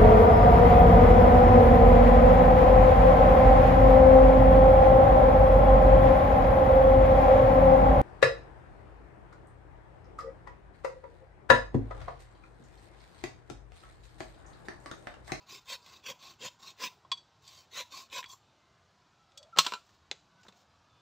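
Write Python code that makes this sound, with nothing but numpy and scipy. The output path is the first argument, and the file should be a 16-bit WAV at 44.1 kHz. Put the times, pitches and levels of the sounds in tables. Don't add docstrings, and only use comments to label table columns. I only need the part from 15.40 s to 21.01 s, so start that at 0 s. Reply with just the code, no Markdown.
import sys
import numpy as np
from scipy import signal
from scipy.io import wavfile
from scipy.ndimage import uniform_filter1d

SR = 44100
rng = np.random.default_rng(int(sys.argv[2]) if len(sys.argv) > 2 else 0)


def int16_out(signal):
    q = np.round(np.clip(np.atleast_2d(signal).T, -1, 1) * 32767)
    wavfile.write(sys.argv[1], SR, q.astype(np.int16))


N = 247401

# frequency in Hz, density in dB.
BITE_SPECTRUM = [(60, -22.5), (200, -9.5), (380, -14), (530, -9), (820, -10), (1300, -10.5), (2500, -7.5),
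                 (3800, -8.5), (5200, -9), (7300, -11.5), (8300, -22.5), (9400, -30.5), (14000, -25),
                 (15300, -19)]
RETURN_SPECTRUM = [(60, -19), (170, 1), (500, -9), (900, -3), (1800, -10.5), (2600, -6), (4400, -3.5),
                   (6200, -5), (7400, -7), (8300, -19), (9400, -28), (14000, -20), (15300, -17.5)]
KNOCK_SPECTRUM = [(70, -43), (150, -21), (700, -9.5), (1150, -1.5), (1900, -8.5), (2900, 0.5), (4200, -0.5),
                  (5800, -4), (6600, -8), (7400, -5), (8400, -13), (9500, -28.5), (13800, -21),
                  (15200, -19)]
# frequency in Hz, level in dB, T60 in seconds.
BLADE_MODES = [(960, -20.5, 0.12), (1074, -4.5, .04), (2406, -17.5, 0.058), (3363, -4, 0.085),
               (3740, -13.5, 0.049), (4550, -15.5, 0.095), (4700, -16, .055), (6040, -23.5, .08)]
WOOD_MODES = [(454, -19, 0.02), (770, -23, 0.014), (3550, -3.5, 0.058), (3960, 12.5, 0.011),
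              (4040, -1, 0.03), (7310, -3, 0.014)]


def sawing():
    # start in seconds, length in seconds, level in dB, blade ring in dB, tilt in dB/octave.
    bites = [(-0.14, .14, -43, -10, 0), (0.234, 0.14, -40.5, -9.5, 1), (0.609, .13, -41, -12, -0.94),
             (0.971, 0.13, -40, -13, -0.7), (1.356, 0.14, -37.5, -8, 0.6), (2.289, .157, -38.5, -14, 0),
             (2.68, .146, -39, -5.5, 0.3)]
    returns = [(0.062, 0.14, -51.5, -10.5, 1), (0.407, .2, -58.5, -8.5, -0.9), (0.783, 0.16, -55, -8.5, 0),
               (1.184, .14, -53.5, -9, 0.5), (2.012, .245, -59, -12, 2.2), (2.501, 0.14, -48.5, -5.5, 1.5),
               (2.872, .088, -58, -4, 8.5)]
    out = np.zeros(N)
    for start_s, length_s, level_db, ring_db, tilt_db in bites:
        hand = hand_motion(length_s, lateness=1.61, power=2, run_out_s=0.07, slide_db=-23)
        sound = stroke(hand, BITE_SPECTRUM, tilt_db, ring_db, teeth_hz=536.2, jitter=0.1, tear=1.34,
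                       grain_db=1, catch_db=1.8, shift_db=4, steel_t60_s=0.031,
                       ring_hz=1083.5, sag_hz=131, ring_width_hz=100, loosen_db=14)
        add(out, start_s, gain_of(level_db) * sound)
    for start_s, length_s, level_db, ring_db, tilt_db in returns:
        hand = hand_motion(length_s, lateness=1.08, power=0.82, run_out_s=0.042, slide_db=-9.5)
        sound = stroke(hand, RETURN_SPECTRUM, tilt_db, ring_db, teeth_hz=390.7, jitter=0.19, tear=1.1,
                       grain_db=1.5, catch_db=2.2, shift_db=3.5, steel_t60_s=0.055,
                       ring_hz=1086, sag_hz=39.5, ring_width_hz=121, loosen_db=-0.5)
        add(out, start_s, gain_of(level_db) * sound)
    return out


def hand_motion(length_s, lateness, power, run_out_s, slide_db):
    t = np.arange(0, length_s + run_out_s, 1 / SR)
    reach = np.minimum(t / length_s, 1)
    cutting = abs(np.sin(np.pi * reach ** lateness)) ** power
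    sliding = gain_of(slide_db) * np.sin(np.pi * t / t[-1])
    return t, reach, cutting + sliding


def stroke(hand, spectrum, tilt_db, ring_db, teeth_hz, jitter, tear, grain_db, catch_db, shift_db,
           steel_t60_s, ring_hz, sag_hz, ring_width_hz, loosen_db):
    # frequency in Hz, width in Hz, gain in dB.
    kerf_modes = [(565, 140, -0.5), (1510, 180, -5), (2173, 52, 0), (2570, 240, 5.5), (3670, 490, 2.5),
                  (4350, 350, -5.5), (5200, 80, -18), (5910, 230, -5), (7180, 150, -3.5)]
    t, reach, envelope = hand
    travel = t / t[-1]
    speed = 0.5 + 0.5 * np.sin(np.pi * travel)
    teeth_passed = np.cumsum(teeth_hz * speed * (1 + jitter * wander(t, 500))) / SR
    tooth = np.floor(abs(teeth_passed)).astype(int)
    depth = gain_of(grain_db * np.clip(rng.standard_normal(1024), -2, 2))[tooth % 1024]
    strikes = np.diff(tooth, prepend=0) * depth
    puffs = 0.3 + np.exp(-(teeth_passed % 1) / 1.3)
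    fibres = depth * puffs * rng.standard_normal(SR // 2)[:len(t)]
    drive = (unit_rms(strikes) + tear * unit_rms(fibres)) * gain_of(catch_db * wander(t, 106.6))
    steel_t = np.arange(SR // 40) / SR
    steel = rng.standard_normal(len(steel_t)) * gain_of(-60 * steel_t / steel_t60_s)
    steel = signal.sosfilt(signal.butter(3, 2200, "highpass", fs=SR, output="sos"), steel)
    drive = drive + 0.65 * signal.fftconvolve(drive, steel / np.linalg.norm(steel))[:len(t)]
    detune = 0.019
    body = sum(gain_of(db) * resonate(drive, hz * (1 + detune * rng.standard_normal()), width_hz)
               for hz, width_hz, db in kerf_modes)
    rasp = contact_shift(coloured(drive + body, spectrum, tilt_db), shift_db)
    note_hz = ring_hz - sag_hz * travel
    ring = resonate(resonate(fibres, note_hz, ring_width_hz), note_hz, ring_width_hz)
    ring_gain = gain_of(ring_db + loosen_db * (reach ** 4 - 0.27))
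    return envelope * (unit_rms(rasp) + ring_gain * unit_rms(ring))


def contact_shift(x, depth_db):
    bands = signal.stft(x, nperseg=512)[2]
    patches = patchwork((257, 160), frames=6)[:, :bands.shape[1]]
    bands = bands * gain_of(depth_db * np.clip(patches, -2, 2))
    return signal.istft(bands, nperseg=512)[1][:len(x)]


def tooth_snags():
    # start in seconds, level in dB.
    snags = [(0.2557, -61.5), (0.2815, -55), (0.46, -55), (0.637, -59), (0.666, -54), (0.7, -45.5),
             (0.8247, -53.5), (1.401, -48.5), (2.726, -47)]
    rise_s, ring_db, tilt_db = 0.0015, -2, 0
    hits = [(start_s, db, rise_s, ring_db, tilt_db) for start_s, db in snags]
    return blows(hits, BLADE_MODES, BITE_SPECTRUM, t60_s=0.068, click=0.44, tail_db=-31, tail_t60_s=0.1)


def blade_pings():
    # start in seconds, level in dB, rise in seconds, ring in dB, tilt in dB/octave.
    hits = [(1.648, -55, 0.0012, 11, -13.5), (1.7152, -29, 0.0024, 2, -0.5),
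            (1.7195, -33.5, 0.0028, 11, -1), (1.771, -50.5, 0.005, 13, 7.5), (2.074, -53, 0.0043, -9, 12),
            (2.858, -50, 0.0016, 8, 1), (2.894, -49.5, 0.0062, 27, 6), (2.928, -53, 0.0035, 9, -9),
            (3.9735, -46.5, 0.0027, 0, 12), (4.0285, -55.5, 0.00044, -1.5, 5)]
    # frequency in Hz, density in dB.
    spectrum = [(100, -24), (700, -13), (1050, -8), (1800, -6), (3000, 1.5), (4700, 4.5), (6000, -9),
                (7800, -8), (9300, -34), (15000, -32.5)]
    return blows(hits, BLADE_MODES, spectrum, t60_s=0.037, click=0.3, tail_db=-34, tail_t60_s=0.15)


def fibre_cracks():
    # start in seconds, level in dB, rise in seconds, ring in dB, tilt in dB/octave.
    hits = [(2.827, -48, .0012, -14, -1), (2.8405, -45.5, 0.00085, -14, 0.5)]
    # frequency in Hz, density in dB.
    spectrum = [(100, -30), (400, -11), (800, -23), (1600, -1), (2700, -1), (3500, -4), (4500, -22),
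                (8000, -25), (9500, -38), (15000, -37)]
    return blows(hits, WOOD_MODES, spectrum, t60_s=0.028, click=0.5, tail_db=-28, tail_t60_s=0.1)


def blade_knocks():
    # start in seconds, level in dB, rise in seconds, ring in dB, tilt in dB/octave.
    hits = [(4.163, -45, 0.00053, -8, -6.5), (4.1715, -33.5, 0.00098, -5, -5.5),
            (4.1825, -31.5, .002, -7, 0), (4.187, -13.5, 0.00037, -2, 0.4), (4.206, -42, 0.0011, -8, 3),
            (4.244, -38.5, 0.004, -5, -1)]
    # frequency in Hz, level in dB, T60 in seconds.
    modes = [(165, -20, 0.11), (1090, 4, 0.064), (1302, 1, 0.055), (1670, -14.5, 0.092), (2430, -10, 0.072),
             (2760, -2.5, 0.061), (3160, -7, .05), (3280, -8.5, .05), (3500, -7, 0.053), (3920, -2.5, .04),
             (4050, -2.5, .045), (4210, 1.5, 0.075), (5240, -9, 0.052), (5360, -8, 0.054), (5960, -9, 0.09),
             (6480, -15.5, .09), (7200, -24, .09)]
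    return blows(hits, modes, KNOCK_SPECTRUM, t60_s=0.056, click=0.88, tail_db=-22.5, tail_t60_s=0.37)


def handle_bounces():
    # start in seconds, level in dB, rise in seconds, ring in dB, tilt in dB/octave.
    hits = [(4.2635, -28, 0.0018, -2, -2), (4.3205, -34.5, 0.00078, 4, -5), (4.3355, -33, 0.0011, 4, -3.5),
            (4.349, -42.5, 0.0031, 16, -5), (4.396, -71, 0.0028, 8, -4)]
    # frequency in Hz, level in dB, T60 in seconds.
    modes = [(434, -23, 0.031), (996, -6, 0.052), (1353, -14, 0.1), (1503, -9, 0.042), (2430, -19, 0.11),
             (2805, 1, 0.019), (4030, -7, 0.058), (4630, -21, 0.046), (7180, -15, 0.073)]
    return blows(hits, modes, KNOCK_SPECTRUM, t60_s=0.029, click=0.44, tail_db=-17, tail_t60_s=0.2)


def wood_snaps():
    # start in seconds, level in dB, rise in seconds, ring in dB, tilt in dB/octave.
    hits = [(2.699, -64, 0.0012, 5, 3), (3.918, -68, 0.0015, -16, 3), (4.7132, -33.5, 0.00021, 0.5, 0),
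            (5.03, -61.5, 0.0031, -15, 3), (5.0825, -55, 0.00092, 6, -5), (5.123, -63.5, 0.0015, -3, 0.5)]
    # frequency in Hz, density in dB.
    spectrum = [(100, -41), (280, -11.5), (450, 0.5), (1300, -10), (2400, -5), (3900, -9), (4600, -10),
                (7300, -12.5), (8800, -37), (12500, -44), (14000, -59)]
    return blows(hits, WOOD_MODES, spectrum, t60_s=0.022, click=0.36, tail_db=-21, tail_t60_s=0.15)


def footsteps():
    # start in seconds, level in dB, rise in seconds, ring in dB, tilt in dB/octave.
    hits = [(4.49, -67, 0.0021, -24, 4.5), (5.049, -59, .002, -9, -4), (5.064, -59.5, 0.00082, -11, 0.5),
            (5.083, -55, 0.0021, -3, 4)]
    # frequency in Hz, level in dB, T60 in seconds.
    sole_modes = [(187, 6, 0.079), (660, -7, .03)]
    # frequency in Hz, density in dB.
    spectrum = [(60, -2), (180, -9), (1200, 1), (1900, -12), (7000, -25), (10000, -44)]
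    return blows(hits, sole_modes, spectrum, t60_s=0.045, click=0.3, tail_db=-28, tail_t60_s=0.13)


def faint_tones(flutter_db=3):
    # start in seconds, length in seconds, first and last pitch in Hz, level in dB,
    # waver as a share of pitch.
    glides = [(3.918, 0.21, 513, 676, -66.5, 0.061), (4.125, .028, 1370, 1310, -51.5, .015),
              (4.153, 0.017, 1310, 1290, -51, .015), (4.363, 0.024, 1372, 1370, -57, .015),
              (4.95, 0.1, 1510, 1490, -70, 0.013), (5.432, .25, 3595, 3460, -80, 0.017)]
    out = np.zeros(N)
    for start_s, length_s, first_hz, last_hz, db, waver in glides:
        t = np.arange(0, length_s, 1 / SR)
        hz = np.linspace(first_hz, last_hz, len(t)) * (1 + waver * wander(t, 200))
        swell = np.sin(np.pi * t / length_s) * gain_of(flutter_db * wander(t, 65))
        tone = np.sin(2 * np.pi * np.cumsum(hz) / SR)
        add(out, start_s, gain_of(db) * unit_rms(tone * swell))
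    return out


def shuffling():
    # start in seconds, length in seconds, level in dB.
    rubs = [(4.42, .18, -71), (4.982, 0.16, -70.5), (5.127, 0.12, -67.5)]
    t = np.arange(N) / SR
    grains = rng.standard_normal(N) * gain_of(3.9 * wander(t, 150))
    envelope = sum(gain_of(db) * np.sin(np.pi * np.clip((t - start_s) / length_s, 0, 1))
                   for start_s, length_s, db in rubs)
    return unit_rms(coloured(grains, RETURN_SPECTRUM)) * envelope


def garden_echoes(x):
    # frequency in Hz, T60 in seconds.
    decay = [(200, 0.2), (1000, 0.11), (4000, 0.28), (8000, 0.33), (14000, 0.3)]
    taps = rng.standard_normal(SR // 2) * (rng.random(SR // 2) < 0.06)
    taps[:SR // 200] = 0
    hz, t, bands = signal.stft(taps, SR, nperseg=256)
    fade = gain_of(-60 * t / log_interp(decay, hz)[:, None])
    tail = signal.istft(bands * fade, SR, nperseg=256)[1]
    return signal.fftconvolve(x, tail / np.linalg.norm(tail))[:N]


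def outdoor_air(level_db=-67, patchy_db=2.5):
    # frequency in Hz, density in dB.
    spectrum = [(15, -50), (25, -22), (91, 0), (260, -11.5), (359, -12), (537, -14.5), (648, -9),
                (1020, -9.5), (1380, -10.5), (1660, -16), (2010, -20), (4040, -18), (7300, -27.5),
                (9550, -45), (15500, -48.5)]
    hz, _, bands = signal.stft(rng.standard_normal(N), SR, nperseg=2048)
    shape_db = log_interp(spectrum, hz)[:, None] + patchy_db * patchwork(bands.shape, frames=9)
    murk = signal.istft(bands * gain_of(shape_db), SR, nperseg=2048)[1][:N]
    return gain_of(level_db) * unit_rms(murk)


def blows(hits, modes, spectrum, t60_s, click, tail_db, tail_t60_s):
    out = np.zeros(N)
    t = np.arange(SR // 3) / SR
    span = SR // 100
    decay = gain_of(-60 * t / t60_s) + gain_of(tail_db - 60 * t / tail_t60_s)
    for start_s, level_db, rise_s, ring_db, tilt_db in hits:
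        contact = 1 - np.exp(-(t / rise_s) ** 2)
        chatter = rng.standard_normal(len(t)) * decay
        chatter /= np.linalg.norm(chatter)
        chatter[16] += click
        crack = coloured(chatter * contact, spectrum, tilt_db)
        ring = np.zeros(len(t))
        for hz, db, mode_t60_s in modes:
            fade = gain_of(db + tilt_db * np.log2(hz / 3000) - 60 * t / mode_t60_s)
            build = 1 - np.exp(-hz * t)
            ring += build * fade * np.sin(2 * np.pi * (hz * t + rng.random()))
        sound = unit_rms(crack) + gain_of(ring_db) * unit_rms(ring * contact)
        add(out, start_s, gain_of(level_db) * np.sqrt(span) * sound / np.linalg.norm(sound))
    return out


def coloured(x, spectrum, tilt_db=0, size=4096):
    hz = abs(np.fft.fftfreq(size, 1 / SR))
    octaves = np.log2(np.clip(hz, 400, 8000) / 3000)
    log_gain = np.log(gain_of(log_interp(spectrum, hz) + tilt_db * octaves))
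    taps = np.fft.ifft(np.exp(np.conj(signal.hilbert(log_gain)))).real
    return signal.fftconvolve(x, taps[:size // 2])[:len(x)]


def resonate(x, hz, width_hz):
    carrier = np.exp(2j * np.pi * np.cumsum(hz * np.ones(len(x))) / SR)
    pole = np.exp(-np.pi * width_hz / SR)
    return 2 * (carrier * signal.lfilter([1 - pole], [1, -pole], x / carrier + 1e-18)).real


def wander(t, rate_hz):
    knots = np.arange(t[0], t[-1] + 2 / rate_hz, 1 / rate_hz)
    return np.interp(t, knots, rng.standard_normal(4096)[:len(knots)])


def patchwork(shape, frames):
    field = uniform_filter1d(rng.standard_normal(shape), size=3, axis=0)
    return unit_rms(uniform_filter1d(field, size=frames, axis=1))


def log_interp(points, hz):
    knots_hz, values = np.transpose(points)
    return np.interp(np.log(hz + 1), np.log(knots_hz + 1), values)


def gain_of(db):
    return 10 ** (np.asarray(db) / 20)


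def unit_rms(x):
    return x / np.sqrt(np.mean(x ** 2) + 1e-20)


def add(mix, start_s, sound):
    at = round(start_s * SR)
    sound = sound[max(-at, 0):]
    part = mix[max(at, 0):][:len(sound)]
    part += sound[:len(part)]


def scene():
    near = sawing() + tooth_snags() + blade_pings() + fibre_cracks()
    near += blade_knocks() + handle_bounces() + wood_snaps()
    near += footsteps() + faint_tones() + shuffling()
    mono = near + gain_of(-17.5) * garden_echoes(near) + outdoor_air()
    return np.array([mono, mono])


def record(dry):
    low_hz, high_hz = 45, 15650
    thin = signal.sosfilt(signal.butter(2, low_hz, "highpass", fs=SR, output="sos"), dry)
    lowpass = signal.firwin(511, high_hz, window=("kaiser", 9), fs=SR)
    return signal.oaconvolve(thin, lowpass[None], "same")


dry = scene()
out = record(dry)
int16_out(out)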